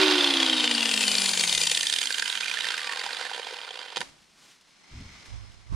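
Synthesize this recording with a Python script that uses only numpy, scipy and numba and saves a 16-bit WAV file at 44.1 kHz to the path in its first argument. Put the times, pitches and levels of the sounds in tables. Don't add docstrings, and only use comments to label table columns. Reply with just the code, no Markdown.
import sys
import numpy as np
from scipy import signal
from scipy.fft import rfft, irfft, next_fast_len
from scipy.io import wavfile
from scipy.ndimage import uniform_filter1d
from numba import njit

SR = 44100
rng = np.random.default_rng(int(sys.argv[2]) if len(sys.argv) > 2 else 0)


def transcribe(signal):
    frames = np.atleast_2d(signal).T
    limited = np.clip(frames, -1, 1)
    pcm = np.round(limited * 32767).astype(np.int16)
    wavfile.write(sys.argv[1], SR, pcm)


def boost_factor(decibels):
    exponent = np.asarray(decibels, float) / 20
    return 10 ** exponent


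N = 253575
T = np.arange(N) / SR
M = next_fast_len(N + SR // 4)
BIN_HZ = np.arange(M // 2 + 1) * SR / M
OPPOSED = np.array([[1], [-1]])


def curves(table):
    s, *columns = np.transpose(table)
    return [np.interp(T, s, c) for c in columns]


def over_hz(points):
    hz, value = np.transpose(points)
    return np.interp(np.log(BIN_HZ + 1), np.log(hz), value)


def filtered(x, gain):
    return irfft(rfft(x, M) * gain, M)[..., :N]


def colour(x, points):
    return filtered(x, boost_factor(over_hz(points)))


def below(x, hz):
    return filtered(x, 1 / (1 + (BIN_HZ / hz) ** 6))


def band(x, lo_hz, hi_hz):
    return signal.sosfilt(signal.butter(2, [lo_hz, min(hi_hz, SR / 2.1)], "band", fs=SR, output="sos"), x)


@njit
def moving_band(x, hz, sharp):
    y, b, l = np.empty(len(x)), 0., 0.
    for i in range(len(x)):
        g = np.tan(np.pi * hz[i] / SR)
        v = (b + g * (x[i] - l)) / (1 + g * (g + 1 / sharp))
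        b, l, y[i] = 2 * v - b, l + 2 * g * v, v / sharp
    return y


def unit(x):
    return x / np.sqrt(np.mean(x ** 2))


def walk(rate):
    k = int(SR / rate)
    held = np.repeat(rng.standard_normal(N // k + 1), k)
    return uniform_filter1d(uniform_filter1d(held, k), k)[:N]


def swells(events):
    total = 0
    for s, db, rise_s, fall_s in events:
        drop_db = 20 * np.where(T < s, (s - T) / rise_s, (T - s) / fall_s)
        total = total + boost_factor(db - drop_db)
    return total


# (time [s], speed [turns/s])
SPEED = [(0, 384), (.36, 337.5), (.72, 294), (1.09, 253), (1.67, 194.5), (2.0, 165), (2.3, 140), (2.5, 125),
         (2.75, 105), (3.05, 83), (3.95, 12)]


def shaft():
    speed = curves(SPEED)[0]
    return speed, 2 * np.pi * np.cumsum(speed) / SR


def slowness(s):
    return 1 - np.interp(s, *np.transpose(SPEED)) / SPEED[0][1]


PINION_TEETH, CROWN_TEETH = 10, 37
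HUM_DB, HUM_FADE_DB = -29, 28
HUM_DIES_S, HUM_DIES_DB_PER_S = 1.6, 32
# (multiple of disc speed, level at the start [dB], loss as the speed halves [dB])
DISC = [(3, -28.5, 23), (6, -42, 17), (9, -50, 15)]


def hum():
    speed, turns = shaft()

    def fading(db, fade_db):
        waver_db = walk(7) + 2.5 * walk(40)
        loss_db = HUM_DIES_DB_PER_S * np.maximum(T - HUM_DIES_S, 0) * (db > -40)
        return boost_factor(db + fade_db * np.log2(speed / SPEED[0][1]) + waver_db - loss_db)

    total = fading(HUM_DB, HUM_FADE_DB) * np.sin(turns)
    disc_turns = turns * PINION_TEETH / CROWN_TEETH
    for k, db, fade_db in DISC:
        total = total + fading(db, fade_db) * np.sin(k * disc_turns)
    return total


# (multiple of armature speed, frequency [Hz], width [octaves], level before wavering [dB])
WHINE = [(12, 4150, .08, -40), (12, 3650, .13, -32), (12, 3130, .1, -34), (12, 2500, .15, -41),
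         (12, 1100, .3, -47), (24, 7000, .4, -51), (24, 4800, .1, -37), (24, 3000, .4, -50),
         (30, 11000, .2, -49), (30, 7900, .2, -42), (30, 6400, .15, -34), (30, 9000, .15, -49),
         (7, 1550, .12, -47), (7, 950, .1, -55), (14, 3350, .07, -37), (14, 2750, .1, -40),
         (35, 8700, .12, -43), (42, 9800, .12, -41), (49, 10200, .1, -44), (10, 930, .1, -51),
         (36, 8000, .3, -44), (48, 6200, .3, -47), (11, 3000, .12, -39)]


def whine():
    speed, turns = shaft()
    total = 0
    for k in sorted({row[0] for row in WHINE}):
        size = 0
        for order, hz, width, db in WHINE:
            if order == k:
                size = size + boost_factor(db) * np.exp(-(np.log2(k * speed / hz) / width) ** 2)
        waver = boost_factor(3 * walk(18) + 3 * walk(45))
        total = total + size * waver * np.sin(k * (turns + .05 * walk(60)))
    return total


# (frequency [Hz], relative level [dB], t60 [s])
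CASE = [(489, -9.5, 0.032), (786, -10, 0.031), (950, -6, 0.026), (1514, 5, 0.0067), (1813, 2.5, .02),
        (2054, 1.5, .02), (2425, 2.5, 0.022), (2780, -1.5, 0.03), (3138, 3, 0.025), (3483, 1.5, 0.024),
        (3816, 4.5, 0.013), (4404, 5, 0.013), (4800, 4.5, 0.016), (5300, -1.5, 0.02), (5800, -6, .012),
        (6350, 0, 0.015), (7260, -1, .01), (8630, -8.5, .01), (9600, -2.5, 0.0067)]
OWN_RING_DB, OWN_RING_CYCLES = 10, 48
LOW_RING_DB = 8
THUD_HZ, THUD_DB = 1100, 10.5


def strikes(events, slap_s, focus_db, focus_oct, grit_db, low_hz, grit_hz):
    out, t = np.zeros(N), np.arange(-int(.008 * SR), int(.03 * SR)) / SR
    swell = np.exp(-(np.minimum(t, 0) / slap_s) ** 2)
    for s, peak_db, ring_hz in events:
        own_db = OWN_RING_DB - focus_db - LOW_RING_DB * (ring_hz < THUD_HZ)
        own_t60 = min(OWN_RING_CYCLES / ring_hz, .02)
        modes = np.transpose([*CASE, (ring_hz, own_db, own_t60)])
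        hz, db, t60 = (column[:, None] for column in modes)
        other = hz != ring_hz
        fade = swell * np.exp(-np.log(1000) * np.maximum(t, 0) / t60)
        near_db = focus_db * np.exp(-(np.log2(hz / ring_hz) / focus_oct) ** 2)
        thud_db = THUD_DB * (hz < THUD_HZ) * other * slowness(s) ** 2
        detune, phase, size = rng.standard_normal((3, len(hz), 1))
        mode_hz = hz * (1 + .016 * detune * other)
        ring = boost_factor(db + near_db + thud_db + 3 * size * other) * fade * np.sin(2 * np.pi * (mode_hz * t + phase))
        grit = boost_factor(grit_db) * rng.standard_normal(len(t)) * np.exp(-(t / slap_s) ** 2)
        grit = band(band(grit, low_hz, grit_hz), low_hz / 2, 1.1 * grit_hz)
        blow = ring.sum(axis=0) + grit
        strength = np.sqrt(uniform_filter1d(band(blow, 400, 8000) ** 2, size=130).max() * 2)
        i = int((s + t[0]) * SR)
        out[max(i, 0):i + len(t)] += boost_factor(peak_db) * blow[max(-i, 0):] / strength
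    return out


# (time [s], level [dB], left minus right of the whole tool but hum and treble [dB])
RUSH = [(0, -20, -2), (.15, -23.5, -3), (.45, -24, 1.5), (.75, -26.5, 4), (1.4, -28.5, 4), (1.65, -30, 1.5),
        (1.92, -33.5, -6), (2.25, -36, -7.5), (2.61, -33, -5), (2.9, -37, -4.5), (3.2, -37.5, -5),
        (3.95, -46, -4.5)]
# (frequency [Hz], relative density [dB per Hz])
RUSH_COLOUR = [(76, -55), (130, -20.5), (400, -17), (480, -14), (741, -11.5), (1040, -7.5), (2360, -4.5),
               (3070, -3.5), (4900, -6), (5700, -13), (7850, -13), (9780, -13), (11300, -24.5),
               (14300, -23.5), (15500, -54)]
GRAIN_DB, GRAIN_SLOW_DB = 2.8, 1.5
STOP_S, STOP_DB_PER_S = 3.958, 700


def rush():
    uneven_db = GRAIN_DB + GRAIN_SLOW_DB * slowness(T) ** 2
    grains = rng.standard_normal(N) * boost_factor(uneven_db * walk(300) + 0.9 * walk(60))
    rung = 0
    for hz, db, t60 in CASE:
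        mode = unit(band(grains, hz - 1.1 / t60, hz + 0.5 / t60))
        rung = rung + boost_factor(db) * mode * boost_factor(3.7 * walk(2.95))
    chatter = unit(colour(grains, RUSH_COLOUR)) + boost_factor(-11.0) * unit(rung)
    stop_db = -STOP_DB_PER_S * np.maximum(T - STOP_S, 0)
    return boost_factor(curves(RUSH)[0] + stop_db) * chatter


# (time of the peak [s], level over 3 ms [dB], strongest ring [Hz])
CLACKS = [(0.016, -17, 4800), (0.0344, -15, 4580), (0.063, -16, 3610), (0.082, -15, 3400),
          (0.1127, -14, 5050), (0.126, -17, 3310), (0.146, -16, 2770), (0.1826, -15, 3090),
          (0.2105, -15, 3550), (0.2459, -13, 3300), (0.2754, -16, 3140), (0.3073, -16, 3320),
          (0.3402, -15, 3300), (0.3727, -14, 3270), (0.4036, -15, 3270), (0.431, -13, 3260),
          (0.4644, -14, 3210), (0.4989, -14, 3210), (0.5318, -15, 3180), (0.5822, -16, 3700),
          (0.6076, -16, 3260), (0.6435, -14, 2490), (0.678, -14, 2920), (0.7139, -13, 2890),
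          (0.7513, -14, 4600), (0.7807, -16, 2940), (0.8082, -18, 2860), (0.8301, -16, 2710),
          (0.858, -15, 2840), (0.893, -17, 2750), (0.9149, -16, 2770), (0.9409, -15, 2760),
          (0.9783, -15, 2720), (1.0107, -16, 2720), (1.0391, -16, 2640), (1.082, -14, 4660),
          (1.118, -16, 4970), (1.1539, -14, 4380), (1.1848, -13, 4370), (1.2207, -16, 4980),
          (1.2611, -14, 4400), (1.2926, -15, 4400), (1.3365, -16, 4510), (1.3759, -16, 3090),
          (1.3978, -17, 4470), (1.4103, -16, 3130), (1.4392, -14, 2030), (1.4771, -17, 4200),
          (1.4961, -18, 3400), (1.528, -15, 3590), (1.551, -15, 3180), (1.5799, -15, 3620),
          (1.6168, -15, 3020), (1.6368, -17, 3040), (1.6732, -14, 3670), (1.6996, -18, 3090),
          (1.7166, -14, 3100), (1.7505, -16, 3760), (1.7755, -15, 3220), (1.8104, -17, 3470),
          (1.8323, -19, 1850), (1.8707, -16, 3520), (1.8997, -17, 3330), (1.9276, -18, 3370),
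          (1.9396, -17, 3200), (1.9635, -18, 2970), (1.9885, -18, 3380), (2.0169, -19, 3270),
          (2.0309, -20, 2950), (2.0578, -21, 4680), (2.0733, -21, 3130), (2.1067, -21, 1610),
          (2.1267, -23, 4420), (2.1456, -21, 3080), (2.184, -21, 3010), (2.198, -19, 4410),
          (2.2249, -18, 1630), (2.2594, -23, 2980), (2.2798, -23, 3050), (2.3003, -20, 3330),
          (2.3277, -22, 3300), (2.3546, -22, 3110), (2.3756, -22, 2970), (2.4095, -21, 3670),
          (2.4345, -23, 2430), (2.4619, -24, 2420), (2.4829, -21, 2440), (2.5153, -20, 2400),
          (2.5417, -23, 1750), (2.5737, -21, 1730), (2.5901, -23, 2970), (2.6086, -20, 3010),
          (2.6455, -21, 1800), (2.6704, -22, 1820), (2.6884, -23, 3140), (2.7068, -21, 2150),
          (2.7213, -24, 1800), (2.7433, -22, 1830), (2.7817, -24, 1990), (2.795, -28, 1760),
          (2.818, -27, 2080), (2.846, -25, 1900), (2.874, -23, 2390), (2.8959, -23, 1850),
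          (2.916, -27, 1870), (2.9353, -26, 1840), (2.961, -27, 1880), (2.9737, -25, 1800),
          (2.9952, -23, 4580), (3.0156, -26, 1910), (3.04, -28, 1490), (3.065, -24, 810),
          (3.093, -29, 1560), (3.109, -27, 1490), (3.1324, -26, 4000), (3.1483, -28, 1810),
          (3.1698, -27, 3580), (3.197, -29, 1460), (3.2127, -25, 1450), (3.228, -29, 4650),
          (3.253, -29, 1740), (3.2676, -28, 1850), (3.298, -29, 1480), (3.316, -29, 770),
          (3.336, -28, 3120), (3.348, -28, 3100), (3.38, -29, 500), (3.398, -29, 520), (3.431, -30, 3100),
          (3.448, -32, 3870), (3.471, -30, 770), (3.488, -32, 2320), (3.511, -32, 490), (3.528, -33, 450),
          (3.543, -32, 2860), (3.569, -32, 920), (3.589, -32, 3040), (3.616, -31, 3110), (3.635, -33, 3120),
          (3.649, -33, 3500), (3.681, -34, 1570), (3.692, -33, 3350), (3.7096, -30, 3430),
          (3.758, -32, 3130), (3.776, -33, 3020), (3.7929, -31, 3100), (3.816, -34, 950),
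          (3.831, -34, 3460), (3.862, -36, 1490), (3.884, -35, 3410), (3.904, -36, 2930), (3.928, -36, 920)]
LIGHT_GAP_S = .021
LIGHT_DB, LIGHT_SLOW_DB, LIGHT_SCATTER_DB = -3, 10, 1.8


def light_clacks():
    when, size, which = rng.standard_normal((int(STOP_S * 50), 3)).T
    s = LIGHT_GAP_S * (np.arange(len(when)) + .25 * when)
    db = np.interp(s, *np.transpose(RUSH)[:2]) + LIGHT_DB + LIGHT_SCATTER_DB * size
    db = db + LIGHT_SLOW_DB * slowness(s)
    rings = np.array([hz for hz, _, _ in CASE if 1400 < hz < 5000])
    ring_hz = rings[(1000 * np.abs(which)).astype(int) % len(rings)]
    free = np.abs(s[:, None] - np.transpose(CLACKS)[0]).min(axis=1) > .011
    return np.transpose([s, db, ring_hz])[free & (s < STOP_S)]


def clacks():
    return strikes([*CLACKS, *light_clacks()], slap_s=0.003, focus_db=7.0, focus_oct=0.3,
                   grit_db=8.5, low_hz=1900, grit_hz=9000)


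# (time [s], boost at its centre [dB])
HOLLOW = [(0, 0), (.2, 5), (.8, 7), (1.3, 4), (1.65, 10), (2.1, 9), (2.5, 5), (3.95, 2)]
# (time [s], bass [dB], low middle [dB], treble [dB]), against the middle
BANDS = [(0, 2, -2, -21), (.5, .5, -8, -10.5), (1.0, -2.5, -9.5, 2), (1.55, -2.5, -14, 7),
         (1.9, -9, -11, 6.5), (2.25, -7, -3, 1.5), (2.61, -7, -3, -4), (3.0, 1, -1, -4), (3.95, 4, -2, -10)]
MESH_LOWEST_HZ = 1600
DEEP_HZ, DEEP_DB = 350, -5
TOP_HZ, TOP_LEAST_DB, TOP_MOST_DB = 10500, -6, 3


def grinder():
    pan_db = curves(RUSH)[1]
    bass_db, low_middle_db, treble_db = curves(BANDS)
    shaft_hum, gear_whine = hum(), whine()
    body = rush() + clacks()
    mesh_hz = np.maximum(PINION_TEETH * curves(SPEED)[0], MESH_LOWEST_HZ)
    body = body + (boost_factor(curves(HOLLOW)[0]) - 1) * moving_band(body, mesh_hz, 19.6)
    to_deep, to_bass, to_low_middle = below(body, DEEP_HZ), below(body, 1100), below(body, 2300)
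    to_middle, to_treble = below(body, 6100), below(body, TOP_HZ)
    panned = boost_factor(DEEP_DB) * to_deep + boost_factor(bass_db) * (to_bass - to_deep)
    panned = panned + boost_factor(low_middle_db) * (to_low_middle - to_bass) + to_middle - to_low_middle + gear_whine
    treble = boost_factor(treble_db) * (to_treble - to_middle)
    top = boost_factor(np.clip(treble_db, TOP_LEAST_DB, TOP_MOST_DB)) * (body - to_treble)
    return shaft_hum + boost_factor(OPPOSED * pan_db / 2) * panned + treble + top


# (frequency [Hz], gain [dB])
SCATTER = [(60, -11.5), (110, -8), (200, -22), (380, -30.5), (700, -20.5), (1290, -10.5), (2380, -13.5),
           (4400, -16), (8120, -3.5), (15000, -4)]
# (frequency [Hz], left minus right [dB])
PORT_TREBLE = [(100, 0), (1200, 0), (3000, -2.8), (8000, 3), (15000, 7)]
# (frequency [Hz], gain [dB])
LOW_CUT = [(10, -61), (100, -33), (140, -2.5), (200, 2.5), (10300, -2), (11300, -7), (20000, -4.5)]


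def spread(x, tail_s, turn_hz):
    t = np.arange(int(6 * tail_s * SR)) / SR
    tails = rng.standard_normal((2, len(t))) * np.exp(-t / tail_s)
    tails /= np.sqrt(np.sum(tails ** 2, axis=1, keepdims=True))
    scatter = filtered(x.mean(axis=0), rfft(tails, M) * boost_factor(over_hz(SCATTER)))
    angle = 2 * np.pi * turn_hz * T
    side = scatter[0] * np.cos(angle) + scatter[1] * np.sin(angle)
    port_gain = boost_factor(over_hz(PORT_TREBLE) * OPPOSED / 2 + over_hz(LOW_CUT))
    return filtered(x + side * OPPOSED, port_gain)


# (time of the peak [s], level [dB], 20 dB rise [s], 20 dB fall [s])
THUMPS = [(0, -66, .1, .7), (1.12, -60, .15, .15), (1.55, -47, .04, .1), (4.05, -66, .06, .2),
          (4.94, -42, .03, .1), (5.0, -39, .05, .14), (5.6, -67, .5, .5), (5.725, -40, .02, .3)]
# (frequency [Hz], relative density [dB per Hz])
BUMP_COLOUR = [(10, -8), (25, -1), (70, -1), (150, -6), (300, -17), (600, -45), (20000, -99)]
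RUMBLE_DB = -82


def bumps():
    return (boost_factor(RUMBLE_DB) + swells(THUMPS)) * unit(colour(rng.standard_normal(N), BUMP_COLOUR))


# (time of the peak [s], relative level [dB], 20 dB rise [s], 20 dB fall [s])
SHAKES = [(5.1, -68, .1, .5), (5.34, -35, .06, .2), (5.55, -56, .1, .3), (5.74, -23, .045, .2)]
# (frequency [Hz], relative level [dB])
MOUNT = [(53, -2.5), (104, -3)]
# (frequency [Hz], relative density [dB per Hz])
PUSH_COLOUR = [(10, -14.5), (30, 2), (110, 2), (135, -14), (300, -22), (600, -30), (1150, -20), (1800, -38),
               (20000, -99)]


def shakes():
    shake = boost_factor(-7.0) * unit(colour(rng.standard_normal(N), PUSH_COLOUR))
    for hz, db in MOUNT:
        shake = shake + boost_factor(db) * np.sin(2 * np.pi * hz * T + 1.95 * walk(23))
    return swells(SHAKES) * shake * np.array([[-boost_factor(-6.0)], [boost_factor(5.0)]])


# (time of the peak [s], level over 3 ms [dB], strongest ring [Hz])
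KNOCKS = [(3.961, -25, 3340), (3.964, -28, 4800), (3.9705, -22, 2900), (3.972, -26, 820),
          (3.978, -25, 3660), (3.987, -32, 3060), (4.007, -30, 9900), (4.0075, -30, 3000),
          (4.0145, -28, 3000), (4.0155, -27, 800), (4.017, -29, 1530), (4.029, -37, 900)]


def knocks():
    blows = strikes(KNOCKS, slap_s=0.0013, focus_db=7.0, focus_oct=0.71, grit_db=14.0, low_hz=300, grit_hz=8500)
    return blows * boost_factor(-2.0 * OPPOSED)


def friction_noise():
    mid, side = rng.standard_normal((2, N)) * boost_factor(1.2 * walk(300))
    return mid + 0.67 * side * OPPOSED


# (time of the peak [s], level [dB], 20 dB rise [s], 20 dB fall [s])
RUSTLE = [(4.0, -42, .03, .13), (4.08, -62, .1, .3), (4.47, -62, .3, .15), (4.97, -56.5, .4, .7),
          (5.25, -56, .4, .9), (5.74, -52, .04, .2)]
# (frequency [Hz], relative density [dB per Hz])
RUSTLE_COLOUR = [(76, -31), (130, -10.5), (169, -4), (480, -13), (756, -11.5), (2560, -13.5), (3390, -13.5),
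                 (5260, -15), (9780, -24), (15500, -49)]
QUIET_DB = -71


def rustle(wide):
    return (boost_factor(QUIET_DB) + swells(RUSTLE)) * unit(colour(wide, RUSTLE_COLOUR))


# (time of the peak [s], level [dB], 20 dB rise [s], 20 dB fall [s])
SWISH = [(4.22, -68, .05, .05), (4.44, -61, .25, .25), (4.52, -63, .15, .08), (4.612, -60, .004, .01),
         (4.7, -67, .1, .12), (5.003, -56, .004, .015), (5.26, -55, .006, .02), (5.52, -62, .005, .015)]
# (frequency [Hz], relative density [dB per Hz])
SWISH_COLOUR = [(300, -30), (1200, -6), (3000, 0), (6000, -3), (10000, -11), (12000, -18), (15500, -24),
                (20000, -40)]


def swish(wide):
    return swells(SWISH) * unit(colour(wide[::-1], SWISH_COLOUR))


# (time of the peak [s], level [dB], 20 dB rise [s], 20 dB fall [s])
CREAKS = [(4.95, -64, .3, .5), (5.1, -60, .4, .5), (5.3, -61, .5, .6)]
# (frequency [Hz], width [Hz], relative level [dB])
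GLOVE = [(3700, 6000, -8), (2170, 500, 0), (4200, 400, -6), (5150, 500, -2), (6100, 600, -7)]


def glove(wide):
    creak = 0
    for hz, width, db in GLOVE:
        creak = creak + boost_factor(db + 3.5 * walk(9)) * band(wide, hz - width / 2, hz + width / 2)
    return swells(CREAKS) * unit(creak)


def scene():
    tool = spread(knocks() + grinder(), tail_s=0.017, turn_hz=1.53)
    wide = friction_noise()
    return tool + rustle(wide) + swish(wide) + glove(wide) + bumps() + shakes()


def top_cut(x):
    return signal.sosfilt(signal.butter(12, 15690, fs=SR, output="sos"), x)


def record(dry):
    return top_cut(dry)


dry = scene()
out = record(dry)
transcribe(out)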